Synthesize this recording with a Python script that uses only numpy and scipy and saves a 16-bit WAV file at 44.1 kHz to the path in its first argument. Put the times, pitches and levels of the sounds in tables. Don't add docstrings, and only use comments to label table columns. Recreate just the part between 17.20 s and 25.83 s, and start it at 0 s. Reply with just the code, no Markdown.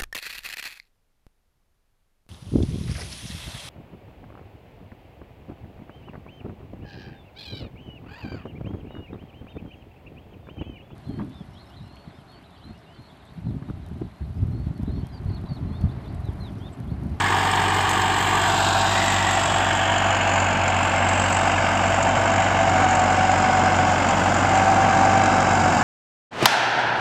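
import sys
import numpy as np
from scipy import signal
from scipy.fft import rfft, irfft, next_fast_len
from scipy.io import wavfile
from scipy.ndimage import uniform_filter1d, map_coordinates

SR = 44100
rng = np.random.default_rng(int(sys.argv[2]) if len(sys.argv) > 2 else 0)


def transcribe(u):
    v = np.clip(np.atleast_2d(u).T, -1, 1)
    q = np.round(v * 32767).astype(np.int16)
    wavfile.write(sys.argv[1], SR, q)


N = 380583
T = np.arange(N) / SR
FFT_SIZE = next_fast_len(N + 8192)
BINS_HZ = np.fft.rfftfreq(FFT_SIZE, 1 / SR)

# t/s, firing rate/Hz
FIRING_RATE = [(0.0, 47.69), (1.13, 47.61), (1.64, 48.41), (2.44, 47.43), (2.86, 48.12), (3.47, 46.18),
               (4.71, 47.18), (5.07, 48.45), (5.83, 46.27), (6.06, 47.01), (6.79, 46.32), (7.52, 48.24),
               (8.03, 48.49), (8.4, 46.69), (8.63, 45.19)]
# t/s, share (0-1)
SIDE_ON = [(0, 0.11), (1.1, 0.08), (2.3, 0.5), (2.9, 0.79), (5.5, 1)]
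LEVELS = {"hum": (-31, 2.1, .3), "puffs": (-35.5, -2.95, 13.6), "knock": (-24.5, -2.88, 6.66),
          "clatter": (-26, 0.74, -1.17), "ticks": (-35.5, -2, -1.7), "soil": (-40.5, -5, 7.9),
          "dust": (-51.5, -13.5, 4.6), "whirr": (-27.5, -6, -1.7)}
# multiple of firing rate, relative level/dB
EXHAUST_LINES = [(3, -1.5), (4, -3), (5, -1.5), (5.5, -7), (6, -5.5), (6.5, -1.5)]
WHIRR_LINES = [(19, -10.5), (20, -14.5)]
WHINE_LINES = [(13, -17), (16, 2), (24, -15.5), (32, -12), (34, -15.5)]
# f/Hz, relative level/dB
PIPE_NOSE = [(52, -42), (68, -6), (90, -6), (135, 3), (175, -2), (235, -6), (320, 1.5), (400, 0), (520, -2),
             (700, -25), (1200, -61)]
PIPE_FLANK = [(52, -45), (68, -10.5), (90, -6), (135, -1), (195, -1.5), (250, 1), (320, -0.5), (420, -5),
              (520, -8), (700, -23), (1200, -64)]
BLOCK_NOSE = [(300, -15), (500, -12.5), (650, -1.5), (760, 1.5), (920, -1.5), (1150, 4), (1400, 0.5),
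              (2000, -38), (4000, -80)]
BLOCK_FLANK = [(300, -40), (480, -3), (620, 0), (760, 5), (900, -1), (1020, -3.5), (1200, -5.5), (1500, -7),
               (2200, -60), (4000, -75)]
GEARS_NOSE = [(800, 5.5), (1300, -14.5), (1650, -2), (1900, -1), (2150, -7), (2400, -2), (2700, -5),
              (3050, -5), (3600, -10), (4300, -19.5), (7000, -56)]
GEARS_FLANK = [(800, -41), (1120, -3), (1350, -3.5), (1550, 3.5), (1750, 2), (2000, -1), (2200, -1),
               (2450, -6.5), (2800, -5.5), (3150, -8.5), (3420, -17.5), (7000, -44)]
INJECTORS = [(2000, -43), (3500, -13), (4400, -4.5), (5100, -15.5), (5800, -10.5), (6700, -3.5),
             (7500, -3.5), (8000, -9.5), (8600, -14.5), (9300, -41)]
COVER_TAPS = [(1200, -37), (1900, 10.5), (7800, -7), (9000, -29.5)]
SOIL_NOSE = [(1000, -18.5), (3400, -3), (4200, -1.5), (5100, -4), (6000, -10.5), (7000, -1), (8300, -6),
             (8800, -11), (9400, -41)]
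SOIL_FLANK = [(1000, -11.5), (3300, -5.5), (3700, -0.5), (4250, -5), (5000, 1.5), (5400, -1), (5900, -2.5),
              (6500, 0), (7600, -1.5), (8200, -10), (8800, -14.5), (9400, -47)]
DUST_NOSE = [(6000, -8), (9000, -4), (11000, -6), (13000, 0), (14000, -6), (15500, -2)]
DUST_FLANK = [(6000, -14), (9000, 5.5), (9500, -5), (10900, 1.5), (11400, -3), (12500, -3.5), (13300, -12),
              (13900, -21), (15500, -21.5)]
AIR = [(10, -18), (35, -11), (62, 0), (120, -5)]
STRAW = [(3000, -25), (7000, 16), (9500, 3), (12500, 0), (15500, -8)]
# f/Hz, width/Hz, relative level/dB
COVER_MODES = [(2128, 15, 8.5), (2625, 54, 0.5), (5140, 200, 0.5), (6850, 64, -12), (7050, 49, -5),
               (7570, 57, -12.5), (7880, 35, -3.5)]
# t/s, f/Hz
TICK_PEAK = [(0, 8340), (1.1, 7700), (2.3, 7700), (2.8, 7100), (3.4, 6940), (4.0, 7700), (5.0, 7200),
             (8.63, 7230)]
# t/s, length/s, gain/dB
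TICK_FLARES = [(.45, 1.4, 1), (1.8, 0.58, 4), (3.05, 0.15, 2.5), (3.35, 0.2, -2), (3.84, 0.3, 3.5),
               (7.4, .6, -3), (8.35, .2, 2)]
HISS_SWELLS = [(1.15, .6, 5.5), (2.5, 1, -3.5)]
# t/s, length/s, level/dB
BLADE_BITES = [(.05, 0.84, -31), (1.05, 0.53, -26), (1.7, 1.12, -30.5), (4.5, 1.3, -30), (5.45, 1.19, -22),
               (7.25, 0.89, -20), (8.15, .45, -25)]
PANEL_HOWLS = [(1.1, 3.8, -32), (4.55, 0.92, -26.5), (7.25, 0.96, -31)]
# t/s, level/dB
STALK_CRACKS = [(.615, -38), (.692, -29), (.706, -39), (1.305, -41), (2.11, -38)]
# t/s, level/dB, f/Hz
CLINKS = [(1.84, -45, 12400), (1.92, -46, 12550), (2.12, -53, 13000), (2.87, -53, 10180),
          (3.64, -53, 10000), (4.09, -54, 12600), (5.0, -55, 10040)]
# t/s, f/Hz
GROUND_DIP = [(0, 560), (1.1, 566), (1.5, 496), (2.3, 462), (3.4, 427), (8.63, 436)]
# multiple of dip nose on, same side on, width/Hz, gain nose on/dB, gain side on/dB
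GROUND_BANDS = [(1.0, 1.0, 85, -15, -8.5), (2.3, 3.15, 130, -15.5, 1), (2.9, 3.75, 233, 7.5, 0.5),
                (4.7, 4.3, 120, -7.5, -8.5)]
# t/s, length/s, f/Hz, gain/dB
BRIEF_BANDS = [(1.25, 0.34, 1940, -11), (1.6, 0.55, 1960, 7.5), (1.65, 0.59, 1540, -6.5)]
# t/s, f/Hz, gain/dB
TREBLE_CREST = [(0, 3220, -1), (1.1, 3200, 2.5), (1.5, 3800, 7), (2.45, 3400, 7), (3.2, 2600, 4.5),
                (8.63, 2820, -1.6)]


def amp(db):
    return 10 ** (np.asarray(db) / 20)


def unit(x):
    return x / np.sqrt(np.mean(x ** 2) + 1e-20)


def curves(rows):
    times_s, *columns = np.transpose(rows)
    return [np.interp(T, times_s, column) for column in columns]


def wobble(rate_hz):
    return map_coordinates(rng.standard_normal(int(N * rate_hz / SR) + 4), [T * rate_hz])


def swell(start_s, length_s, attack_s, release_s):
    age_s = T - start_s
    return np.clip(np.minimum(age_s / attack_s, 1 - (age_s - length_s) / release_s), 0, 1)


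def singing(spells):
    gains = [amp(db) * swell(s, length_s, attack_s=.11, release_s=.23) for s, length_s, db in spells]
    return np.max(gains, axis=0)


def fading(start_s, decay_s):
    return (T > start_s) * np.exp(-np.abs(T - start_s) / decay_s)


def filtered(x, response):
    return irfft(rfft(x, FFT_SIZE) * response, FFT_SIZE)[..., :N]


def coloured(x, spectrum):
    hz, db = np.transpose(spectrum)
    gain_db = np.interp(np.log(BINS_HZ + 1), np.log(hz), db, -np.inf, -np.inf)
    return unit(filtered(x, amp(gain_db)))


def resonated(x, modes):
    response = sum(amp(db) * 1j * BINS_HZ * width_hz / (hz ** 2 - BINS_HZ ** 2 + 1j * BINS_HZ * width_hz)
                   for hz, width_hz, db in modes)
    return unit(filtered(x, response))


def swept(x, centre_hz, width_hz, gain_db):
    hz, frames_s, spectra = signal.stft(x, SR, nperseg=1024)
    framed = lambda curve: np.interp(frames_s, T, curve * np.ones(N))
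    bell = 1 / (1 + ((hz[:, None] - framed(centre_hz)) / (width_hz / 2)) ** 2)
    return signal.istft(spectra * amp(framed(gain_db) * bell), SR, nperseg=1024)[1][:N]


def turning(nose, flank):
    return nose + (flank - nose) * curves(SIDE_ON)[0]


def radiated(x, nose, flank):
    return turning(coloured(x, nose), coloured(x, flank))


def level(part, closest_m=5.54, speed_m_per_s=.89, abreast_s=9.09):
    nose_db, flank_db, near_db = LEVELS[part]
    along_m = speed_m_per_s * (T - abreast_s)
    nearness = closest_m ** 2 / (closest_m ** 2 + along_m ** 2)
    return amp(nose_db + turning(0, flank_db) + near_db * nearness)


def bursts(firings, rise_s, decay_s, sustain, repeat_share, uneven_db, scatter_db):
    stroke = firings.astype(int)
    starts_s = np.interp(np.arange(stroke[-1] + 1), firings, T)
    age_s = T - starts_s[stroke]
    cylinder = stroke % 4
    repeated = rng.standard_normal((4, SR // 20))[cylinder, (age_s * SR).astype(int)]
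    noise = np.sqrt(repeat_share) * repeated + np.sqrt(1 - repeat_share) * rng.standard_normal(N)
    cylinder_db = uneven_db * np.array([1, -1, .5, -.5])[cylinder]
    stroke_db = scatter_db * rng.standard_normal(1000)[stroke]
    envelope = (1 - np.exp(-age_s / rise_s)) ** 2 * np.exp(-age_s / decay_s)
    return noise * (unit(envelope * amp(cylinder_db + stroke_db)) + sustain)


def tones(cycles, lines, drift_rad, flutter_db):
    total = np.zeros(N)
    for multiple, db in lines:
        gain = amp(db + flutter_db * wobble(40))
        jitter_rad = drift_rad * (wobble(9) + .54 * wobble(60))
        total += gain * np.cos(2 * np.pi * multiple * cycles + jitter_rad)
    return unit(total)


def exhaust(firings):
    phase_rad = 2 * np.pi * firings
    octave = amp(1.1 * wobble(12)) * np.sin(2 * phase_rad)
    fundamental = amp(-11.5 + 1.3 * wobble(6)) * np.sin(phase_rad)
    puffs = bursts(firings, rise_s=.00098, decay_s=.0076, sustain=1.3,
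                   repeat_share=.34, uneven_db=.5, scatter_db=1)
    overtones = amp(-9.5) * tones(firings, EXHAUST_LINES, drift_rad=.25, flutter_db=1.5)
    stack = radiated(puffs, PIPE_NOSE, PIPE_FLANK) + overtones
    return level("hum") * unit(fundamental + octave) + level("puffs") * stack


def engine(firings):
    knock = bursts(firings, rise_s=.002, decay_s=.012, sustain=2.5,
                   repeat_share=.18, uneven_db=1, scatter_db=1.3)
    clatter = bursts(firings, rise_s=.0045, decay_s=.0065, sustain=1.5,
                     repeat_share=.15, uneven_db=1.2, scatter_db=1.3)
    block = amp(.5 * wobble(8)) * radiated(knock, BLOCK_NOSE, BLOCK_FLANK)
    gears = amp(.35 * wobble(6)) * radiated(clatter, GEARS_NOSE, GEARS_FLANK)
    return level("knock") * block + level("clatter") * gears


def injectors(firings):
    injections = firings + .88
    flare_db = sum(db * swell(s, length_s, attack_s=.073, release_s=.15)
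                   for s, length_s, db in TICK_FLARES)
    ticks = bursts(injections, rise_s=.0033, decay_s=.0036, sustain=.63,
                   repeat_share=.068, uneven_db=.1, scatter_db=3.6)
    bright = unit(swept(coloured(ticks, INJECTORS), curves(TICK_PEAK)[0], width_hz=950, gain_db=13))
    taps = bursts(injections, rise_s=.001, decay_s=.0053, sustain=.11,
                  repeat_share=.058, uneven_db=3.8, scatter_db=1.5)
    covers = resonated(coloured(taps, COVER_TAPS), COVER_MODES)
    return level("ticks") * amp(.45 * wobble(5.1)) * (amp(flare_db - .55) * bright + amp(-3) * covers)


def whirr(firings):
    return level("whirr") * tones(firings, WHIRR_LINES, drift_rad=.57, flutter_db=4)


def tiller():
    swell_db = sum(db * swell(s, length_s, attack_s=.26, release_s=.63)
                   for s, length_s, db in HISS_SWELLS)
    crumbs = lambda: rng.standard_normal(N) * amp(2 * wobble(300))
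    soil = amp(swell_db) * radiated(crumbs(), SOIL_NOSE, SOIL_FLANK)
    dust = amp(.46 * swell_db + 1.1 * wobble(12)) * radiated(crumbs(), DUST_NOSE, DUST_FLANK)
    return level("soil") * soil + level("dust") * dust


def air():
    return amp(-53) * coloured(rng.standard_normal(N), AIR)


def gear_whine(firings):
    return singing(BLADE_BITES) * tones(firings, WHINE_LINES, drift_rad=.51, flutter_db=2.5)


def stalks():
    envelope = sum(amp(db) * fading(s, decay_s=.011) for s, db in STALK_CRACKS)
    return envelope * coloured(rng.standard_normal(N), STRAW)


def panel_howl(pitch_hz=671):
    return singing(PANEL_HOWLS) * tones(pitch_hz * T, [(1, 0)], drift_rad=.5, flutter_db=2.5)


def chains():
    shimmer_rad = 1.5 * wobble(300)
    return sum(amp(db) * fading(s, decay_s=.025) * np.sin(2 * np.pi * hz * T + shimmer_rad)
               for s, db, hz in CLINKS)


def ground_bounce(sound):
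    dip_hz = curves(GROUND_DIP)[0]
    for nose, flank, width_hz, nose_db, flank_db in GROUND_BANDS:
        sound = swept(sound, dip_hz * turning(nose, flank), width_hz, turning(nose_db, flank_db))
    return sound


def shifting_colour(sound):
    for s, length_s, hz, db in BRIEF_BANDS:
        envelope = swell(s, length_s, attack_s=.14, release_s=.2)
        sound = swept(sound, hz, width_hz=210, gain_db=db * envelope)
    crest_hz, crest_db = curves(TREBLE_CREST)
    return swept(sound, crest_hz, width_hz=560, gain_db=crest_db)


def scattered(sound, ripple_db):
    hz, _, spectra = signal.stft(sound, SR, nperseg=1024)
    ripple = uniform_filter1d(rng.standard_normal(spectra.shape), size=3, axis=0)
    for frames in (60, 30):
        ripple = uniform_filter1d(ripple, size=frames, axis=1)
    treble_share = np.clip((hz[:, None] - 900) / 2500, 0, 1)
    return signal.istft(spectra * amp(ripple_db * treble_share * unit(ripple)), SR, nperseg=1024)[1][:N]


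def scene(first_firing_s=.015):
    rate_hz = curves(FIRING_RATE)[0]
    firings = 1 + np.cumsum(rate_hz) / SR - first_firing_s * rate_hz[0]
    sound = exhaust(firings) + engine(firings) + injectors(firings)
    sound += gear_whine(firings) + panel_howl() + whirr(firings)
    sound += tiller() + stalks() + chains()
    sound = shifting_colour(ground_bounce(sound))
    return (scattered(sound, ripple_db=1.8) + air())[None]


def record(dry, cutoff_hz=15600):
    return filtered(dry, BINS_HZ < cutoff_hz)


dry = scene()
out = record(dry)
transcribe(out)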